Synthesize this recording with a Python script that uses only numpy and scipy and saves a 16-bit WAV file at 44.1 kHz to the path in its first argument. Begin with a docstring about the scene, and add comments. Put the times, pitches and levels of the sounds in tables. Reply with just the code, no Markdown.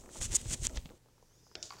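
"""Fingers shift on the case of a hand-held camera: gritty scrapes past the microphone, soft thumps, small ticks.
Then come two light taps on a plastic track, and a hollow ball skids, bounces and rolls off along it.
Underneath lie a thin rising squeak, a faint swelling hiss and a quiet room with a wavering hum.
Friction is shaped noise, blows ring banks of resonances, and squeak and hum are sines."""
import sys
import numpy as np
from scipy import signal
from scipy.fft import rfft, irfft, next_fast_len
from scipy.io import wavfile
from scipy.ndimage import map_coordinates

SR = 44100
rng = np.random.default_rng(int(sys.argv[2]) if len(sys.argv) > 2 else 0)


def to_wav(sig):
    """Store sig (one row per channel, or 1-D mono) as 16-bit WAV at the path in sys.argv[1].

    Samples outside -1..1 are clipped; the rate is SR.
    """
    pcm = np.clip(np.atleast_2d(sig), -1, 1) * 32767
    pcm = np.round(pcm).astype(np.int16)
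    wavfile.write(sys.argv[1], SR, pcm.T)  # frames by channels


N = 79380  # length in samples


def amp(db):
    """Decibels to a linear factor."""
    return 10 ** (np.asarray(db) / 20)


def unit(x):
    """Scale to rms 1."""
    return x / np.sqrt(np.mean(x ** 2) + 1e-20)


def noise():
    """White noise for the whole scene."""
    return rng.standard_normal(N)


def along(points, hz):
    """Read (Hz, value) points on a log frequency axis."""
    f, values = np.transpose(points)
    return np.interp(np.log(hz + 1), np.log(f + 1), values)


def curves(rows, outside=-120):
    """One value per sample for each column after the time."""
    s, *columns = np.transpose(rows)
    t = np.arange(N) / SR
    return [np.interp(t, s, column, left=outside, right=outside) for column in columns]


def wobble(rate):
    """A smooth random curve with this many knots a second."""
    knots = rng.standard_normal(int(N * rate / SR) + 4)
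    return map_coordinates(knots, [np.arange(N) * rate / SR])


def filtered(x, response):
    """Multiply the spectrum of x by a complex response of frequency."""
    m = next_fast_len(N + SR // 2)
    return irfft(rfft(x, m) * response(np.fft.rfftfreq(m, 1 / SR)), m)[:N]


def coloured(x, spectrum):
    """Shape x by a spectrum, at rms 1."""
    return unit(filtered(x, lambda hz: amp(along(spectrum, hz))))


def resonance(f, centre, width):
    """One causal resonance with gain 1 at its centre."""
    return 1j * f * width / (centre ** 2 - f ** 2 + 1j * f * width)


def grit(per_s, spread_db, share):
    """Friction as tiny slips of uneven size and either sign, mixed by power share with smooth noise."""
    when = rng.random(N) < per_s / SR
    sign = rng.choice([-1, 1], N)
    slips = when * sign * amp(spread_db * noise().clip(-2, 2))
    share = np.clip(share, 0, 1)
    return np.sqrt(share) * unit(slips) + np.sqrt(1 - share) * noise()


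CONTACT_S, SOFT_HZ = 0.0011, 7000  # decay of the rough contact; corner of its soft surface


def struck(events, modes, echo_db, echo_hz):
    """Each blow, a brief rough contact with a duller rebound, rings the body's resonances."""
    out, t = np.zeros(N), np.arange(200) / SR
    for s, db, tilt_db, echo_s in events:
        blow = np.zeros(N)
        impact = (t == 0) + .1 * rng.standard_normal(200)
        blow[round(s * SR):][:200] = np.exp(-t / CONTACT_S) * impact

        def contact(f):
            rebound = amp(echo_db) * np.exp(-2j * np.pi * f * echo_s) / (1 + 1j * f / echo_hz) ** 2
            return (1 + 1j * f / SOFT_HZ) ** -4 * (1 + rebound)

        def body(f):
            total = 0
            for k, (centre, width, level) in enumerate(modes):
                # brightness tilts the modes about 2500 Hz; neighbours have opposite sign
                gain = (-1) ** k * amp(level + tilt_db * np.log2(centre / 2500))
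                total = total + gain * centre / width * resonance(f, centre, width)
            return total

        ring = filtered(blow, lambda f: contact(f) * body(f))
        out += amp(db) * ring / np.abs(ring).max()
    return out


# Colour of the room tone. Each row: frequency in Hz, relative density in dB per Hz.
AIR_COLOUR = [(12, -25.5), (20, 2.5), (126, -3), (246, -10), (494, -8.5), (653, -19), (888, -15.5),
              (1140, -22), (1510, -20.5), (2290, -24), (6800, -23), (15700, -33)]
# Fade of the finest treble hiss. Each row: time in seconds, level in dB.
FINE_HISS = [(0, -73.5), (.9, -70), (1.0, -88), (1.8, -76)]
# Colour of that treble hiss. Each row: frequency in Hz, relative density in dB per Hz.
FINE_COLOUR = [(7000, -59), (10000, -4.5), (15700, 0.5)]
AIR_DB, HUM_HZ, HUM_DB = -67, 119, -71.5


def air():
    """Room tone and fine hiss are shaped noise; the hum is a sine of wavering level and phase."""
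    hum_level = amp(HUM_DB + 2.5 * wobble(12))
    hum = hum_level * np.sin(2 * np.pi * HUM_HZ * np.arange(N) / SR + .8 * wobble(6.7))
    tone = amp(AIR_DB + .8 * wobble(3.2)) * coloured(noise(), AIR_COLOUR)
    fine = amp(curves(FINE_HISS)[0]) * coloured(noise(), FINE_COLOUR)
    return tone + hum + fine


# Swell of the faint hiss. Each row: time in seconds, level in dB, level of its narrow core in dB.
HISS = [(1.1, -85, -93), (1.25, -78.5, -98), (1.4, -74, -84), (1.46, -71, -74), (1.55, -72, -72),
        (1.63, -65, -83)]
# Colour of the broad part. Each row: frequency in Hz, relative density in dB per Hz.
HISS_COLOUR = [(3500, -47.5), (4600, -11.5), (5600, -5.5), (6300, -7.5), (7500, -16), (9500, -55.5)]
HISS_CORE_HZ, HISS_CORE_WIDTH_HZ = 5050, 210


def hiss():
    """A faint hiss swells towards the taps: broad noise around a core through a narrow double resonance."""
    level_db, core_db = curves(HISS)
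    core = unit(filtered(noise(), lambda f: resonance(f, HISS_CORE_HZ, HISS_CORE_WIDTH_HZ) ** 2))
    flutter = amp(1.4 * wobble(50))
    broad = coloured(noise(), HISS_COLOUR)
    return flutter * (amp(level_db) * broad + amp(core_db) * core)


# Glide of the squeak. Each row: time in seconds, pitch in Hz, fundamental in dB, octave in dB.
SQUEAK = [(1.28, 2930, -95, -82), (1.305, 2985, -83, -73), (1.325, 3110, -84, -73), (1.345, 3300, -95, -72),
          (1.37, 3380, -92, -74), (1.385, 3480, -79, -74), (1.4, 3620, -75, -78), (1.415, 3780, -90, -95)]


def squeak():
    """A thin, unsteady rising whistle: a sine and its octave on one jittered phase."""
    hz, low_db, high_db = curves(SQUEAK)
    phase = 2 * np.pi * np.cumsum(hz * (1 + 0.0035 * wobble(210))) / SR
    return amp(wobble(82)) * (amp(low_db) * np.sin(phase) + amp(high_db) * np.sin(2 * phase))


# Finger presses on the case. 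Each row: centre in seconds, peak in dB, pitch in Hz.
THUMPS = [(0.21, -37, 93), (0.218, -33.5, 50), (0.25, -42, 78), (0.261, -37, 69), (0.293, -41.5, 39.3),
          (0.32, -38, 61.3), (0.332, -39.5, 127), (.378, -46, 44.5), (.461, -34, 110), (0.47, -36, 89),
          (0.491, -31.5, 52.5), (.513, -35.5, 140), (0.535, -36.5, 101), (0.606, -34, 76.6),
          (.621, -33, 109), (0.63, -32, 47), (0.658, -35, 42.4), (0.691, -39, 54), (0.743, -40, 49.3),
          (0.781, -27.5, 49), (0.859, -38, 158)]


def thumps():
    """Each press is one soft push of air with a dip on both sides."""
    t = np.arange(N) / SR
    out = np.zeros(N)
    for s, db, hz in THUMPS:
        out += amp(db) * np.cos(2 * np.pi * hz * (t - s)) * np.exp(-(2.1 * hz * (t - s)) ** 2)
    return out


# Fingers rubbing. Each row: time in seconds, bright scrape in dB, duller part relative to it in dB.
SCRAPE = [(0, -63.5, -4.5), (.076, -69, -9), (.108, -66, -0.5), (.116, -61, -5.5), (.176, -50.5, -6),
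          (.202, -54, -7), (.214, -42.5, -8), (.228, -36, -6.5), (.25, -41, -7), (.268, -47, -6.5),
          (.284, -58, -2.5), (.306, -59.5, -1.5), (.314, -49.5, -0.5), (.332, -39.5, -5), (.344, -42, -6.5),
          (.352, -25, -15), (.361, -22.5, -25), (.368, -33, -9.5), (.372, -61, 6), (.405, -52.5, -4.5),
          (.436, -60, -1.5), (.474, -54.5, -2), (.486, -46.5, -8.5), (.512, -43.5, -3), (.534, -33, -10.5),
          (.544, -44, -4), (.552, -56.5, -2), (.6, -57, -6.5), (.634, -46, -6.5), (.652, -40, 0.5),
          (.667, -45.5, 3), (.671, -62.5, -9.5), (.746, -62.5, 0), (.76, -62, 9), (.776, -64.5, 3),
          (.816, -71.5, 4), (.98, -79.5, 1)]
# Grip shifting. Each row: time in seconds, rumble level in dB, low rustle level in dB.
GRIP = [(0.0, -49.5, -64.5), (0.026, -69, -59.5), (0.038, -56.5, -59), (0.14, -62, -58), (0.158, -67, -50),
        (0.192, -48.5, -58), (0.214, -48.5, -50.5), (0.288, -49.5, -61), (0.33, -40.5, -46),
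        (0.36, -53.5, -56.5), (0.436, -44.5, -59.5), (0.454, -55.5, -54.5), (0.502, -48, -60),
        (0.51, -48, -50), (0.556, -43, -53.5), (0.57, -55.5, -63.5), (0.656, -41.5, -53.5),
        (0.686, -47, -69), (0.704, -56, -54.5), (0.768, -42, -52.5), (0.832, -59, -68.5),
        (0.858, -48, -61.5), (0.88, -58, -67), (0.908, -60.5, -53), (0.98, -67, -75)]
# Colours of bright scrape, dull scrape, rumble and rustle.
# Each row: frequency in Hz, relative density in dB per Hz.
PORT_COLOUR = [(3500, -38.5), (5000, -19), (6200, -4), (7000, -3.5), (8100, -2.5), (9300, -11.5),
               (10800, -22), (12500, -32), (15700, -39.5)]
DULL_COLOUR = [(500, -120), (900, -17.5), (2000, -7.5), (3500, -3.5), (5000, -8), (9000, -16.5),
               (15000, -31)]
RUMBLE_COLOUR = [(12, -25), (20, 5.5), (38, -5.5), (102, -6.5), (205, -22), (239, -12), (260, -20),
                 (340, -55.5), (570, -120)]
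RUSTLE_COLOUR = [(120, -30.5), (200, 1.5), (300, -2.5), (365, 4), (423, -7), (510, -2.5), (1400, -19),
                 (3080, -120)]
GRAINS_PER_S, GRAIN_SPREAD_DB, GRAIN_SHARE = 3400, 2, 0.55
# the microphone port's ring: level at the hardest scrape, and dB of ring per dB of scrape
WHISTLE_HZ, WHISTLE_WIDTH_HZ, WHISTLE_DB, WHISTLE_GROWS = 6900, 700, -25, 1.3


def fingers():
    """Skin slips over the case: gritty scrape rings the port more the harder it rubs, over rumble and rustle."""
    scrape_db, dull_db = curves(SCRAPE)
    rumble_db, rustle_db = curves(GRIP)
    skin = grit(GRAINS_PER_S, GRAIN_SPREAD_DB, GRAIN_SHARE)
    rub = coloured(skin, PORT_COLOUR) + amp(dull_db) * coloured(skin, DULL_COLOUR)
    scrape = amp(scrape_db + 1.5 * wobble(400) + 0.89 * wobble(70)) * rub
    ring = filtered(grit(900, 3.3, 0.64), lambda f: resonance(f, WHISTLE_HZ, WHISTLE_WIDTH_HZ) ** 2)
    whistle = amp(WHISTLE_DB + WHISTLE_GROWS * (scrape_db - scrape_db.max())) * unit(ring)
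    rumble = amp(rumble_db) * coloured(noise(), RUMBLE_COLOUR)
    rustle = amp(rustle_db) * coloured(grit(300, 4.0, 0.46), RUSTLE_COLOUR)
    return scrape + whistle + rumble + rustle


# Ticks of the case, levels before envelope and case.
# Each row: start in seconds, dull part in dB, its pitch in Hz, bright part in dB, its pitch in Hz.
TICKS = [(.0372, -49.5, 830, -52, 7000), (.0598, -45.5, 1800, -49, 7000), (.0905, -44, 1270, -65, 7000),
         (.157, -43.5, 890, -60, 7000), (.214, -30.5, 2400, -30, 7400), (.3295, -41, 2800, -29, 6560),
         (.4145, -43, 2470, -31, 8800), (.4578, -43.5, 2010, -40, 6500), (.5116, -42.5, 1170, -35, 7000),
         (.6679, -25.5, 3300, -41, 6400), (.669, -35.5, 2560, -9, 7070), (.6958, -41, 1800, -38, 6000),
         (.7589, -47, 2970, -32, 6070), (.7633, -42.5, 1470, -35, 4540), (.7694, -38, 2540, -31.5, 7000),
         (.7729, -24.5, 3020, -26.5, 5720), (.8575, -36.5, 2680, -43.5, 6030),
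         (.8916, -45.5, 2280, -60, 6000), (.901, -52, 1220, -52, 3950), (1.0597, -60.5, 864, -75.5, 4940),
         (1.086, -59, 980, -61.5, 5000), (1.1806, -57.5, 1000, -71.5, 5010),
         (1.2263, -53.5, 862, -55.5, 6000), (1.3077, -62, 1096, -73.5, 5000),
         (1.4672, -55.5, 930, -72, 4980), (1.5146, -52, 1190, -69, 3500)]
# Ring of the case after a tick. Each row: frequency in Hz, width in Hz, level in dB before a gain of 3.
CASE = [(440, 94, 2), (851, 110, -13)]
DULL_CYCLES, BRIGHT_CYCLES = 0.43, 1.17  # envelope time scale in cycles of the pitch
TAIL_S, TAIL_DB = 0.0079, -4.5  # decay and level of a short noisy tail on each tick


def ticks():
    """Short soft-edged clicks: a dull, wavering knock with a noisy tail rings the case, beside a bright ring."""
    dull, bright, t = np.zeros(N), np.zeros(N), np.arange(700) / SR

    def edge(hz, cycles):
        x = t * hz / cycles
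        return x ** 2.35 * np.exp(1.5 - 1.79 * x)

    for s, dull_db, dull_hz, bright_db, bright_hz in TICKS:
        bend, rough = rng.standard_normal((2, 700))
        waver = 0.12 * np.cumsum(bend)

        def knock(hz):
            return edge(hz, DULL_CYCLES) * np.sin(2 * np.pi * hz * t + waver)

        click = knock(dull_hz) + 0.23 * knock(0.37 * dull_hz)
        smear = rough * np.exp(-t / TAIL_S)
        tail = np.convolve(click, smear / np.linalg.norm(smear))[:700]
        ring = edge(bright_hz, BRIGHT_CYCLES) * np.sin(2 * np.pi * bright_hz * t)
        here = slice(round(s * SR), round(s * SR) + 700)
        dull[here] += amp(dull_db) * (click + amp(TAIL_DB) * tail)
        bright[here] += amp(bright_db) * ring

    def case(f):
        return 1.19 + 3 * sum(amp(db) * resonance(f, centre, width) for centre, width, db in CASE)

    return bright + filtered(dull, case)


# Decay of the room. 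Each row: frequency in Hz, time to fall 60 dB in seconds.
ROOM = [(300, 1), (2000, 0.53), (9000, 0.37)]


def room(x):
    """Noise as the room's answer, slightly delayed, each frequency dying at its own speed."""
    hz, t, z = signal.stft(rng.standard_normal(SR // 3), SR, nperseg=256)
    decay = amp(-60 * t / along(ROOM, hz)[:, None])
    tail = signal.istft(z * decay, SR, nperseg=256)[1]
    late = np.pad(x, (200, 0))  # delay in samples
    return signal.fftconvolve(late, tail / np.linalg.norm(tail))[:N]


# Taps on the track.
# Each row: start in seconds, peak in dB, brightness in dB per octave, rebound delay in seconds.
TAPS = [(1.5535, -25.5, 0.9, 0.00278), (1.6277, -23.5, 12.5, 0.003)]
# Resonances of the plastic track. Each row: frequency in Hz, width in Hz, level in dB before brightness
# and the gain of a narrow mode.
TRACK = [(420, 94, 8.5), (790, 140, -5.5), (1340, 200, -3.5), (2795, 390, 2), (3840, 360, -3),
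         (4300, 620, 0), (5320, 550, 2.5), (6920, 620, -5), (8000, 670, -11.5)]
REBOUND_DB = -6
BROADER = 1.8  # the room is fed by a copy of the taps with broader resonances and a weaker rebound


def taps():
    """Two blows ring the plastic track: the direct sound, and a broader copy that feeds the room."""
    direct = struck(TAPS, TRACK, REBOUND_DB, echo_hz=14950)
    broad = struck(TAPS, np.multiply(TRACK, [1, BROADER, 1]), REBOUND_DB - 14, echo_hz=15000)
    return direct, broad


# Bounces of the ball. Each row: start in seconds, peak in dB, brightness in dB per octave.
BOUNCES = [(1.7055, -35, -1.5), (1.7223, -39.5, -2.8), (1.735, -51, 3), (1.745, -56, 5), (1.7665, -47.5, 8),
           (1.786, -48, 7)]
# Resonances of the hollow ball. Each row: frequency in Hz, width in Hz for a bounce,
# level in dB before the tilt of bounce or roll.
BALL = [(895, 190, 3), (1140, 190, 4), (1370, 220, -3), (2250, 250, -8), (4590, 220, 3), (5680, 400, -9)]
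# Fades of the roll, the skid and the track droning on the floor. Each row: time in seconds, level in dB.
ROLL = [(1.7, -69), (1.712, -58), (1.74, -56), (1.8, -63.5)]
SKID = [(1.62, -85), (1.634, -49), (1.655, -52), (1.69, -55.5), (1.72, -59), (1.76, -63), (1.8, -62)]
DRONE = [(1.545, -101), (1.56, -53.5), (1.62, -60.5), (1.65, -57), (1.7, -67.5), (1.75, -59.5), (1.8, -73)]
# Colours of skid and drone. Each row: frequency in Hz, relative density in dB per Hz.
SKID_COLOUR = [(700, -57), (1100, -11), (2500, -18), (4000, -3.5), (5500, 0), (7000, 1.5), (8800, -14.5),
               (15700, -37)]
DRONE_COLOUR = [(15, -38), (25, -7), (108, 0.5), (220, -11.5), (367, -3.5), (507, -13.5), (620, -4.5),
                (680, -6), (1000, -19), (2200, -120)]
BALL_REBOUND_S, BALL_REBOUND_DB = .0026, 5


def ball():
    """A skid of fine hiss, hollow bounces and a rough roll in the ball's resonances; the track drones."""
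    (roll_db,), (skid_db,), (drone_db,) = curves(ROLL), curves(SKID), curves(DRONE)

    def shell(f):
        # the roll has modes of 2.5 widths, darker by 5 dB per octave
        return sum(amp(db - 5.0 * np.log2(centre / 1200)) * resonance(f, centre, 2.5 * width)
                   for centre, width, db in BALL)

    roll = amp(roll_db + 1.75 * wobble(90)) * unit(filtered(grit(350, 3.5, .6), shell))
    skid = amp(skid_db + 1.0 * wobble(60)) * coloured(grit(583, 3.8, 0.32), SKID_COLOUR)
    bounce_events = [(*row, BALL_REBOUND_S) for row in BOUNCES]
    bounces = struck(bounce_events, BALL, BALL_REBOUND_DB, echo_hz=1800)
    drone = amp(drone_db + 2.8 * wobble(30.2)) * coloured(noise(), DRONE_COLOUR)
    return bounces, roll + skid + drone


ROOM_DB = -9.5


def scene():
    """Taps and bounces also excite the room; every other layer is added dry."""
    bounces, rolling = ball()
    direct, broad = taps()
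    echo = amp(ROOM_DB) * room(broad + 0.53 * bounces)
    toy = direct + bounces + echo + rolling
    handling = fingers() + thumps() + ticks()
    return (toy + handling + squeak() + hiss() + air())[None]


TOP_HZ = 15830


def record(dry):
    """The camera keeps nothing above its band limit."""
    return filtered(dry[0], lambda hz: hz < TOP_HZ)[None]


dry = scene()
out = record(dry)
to_wav(out)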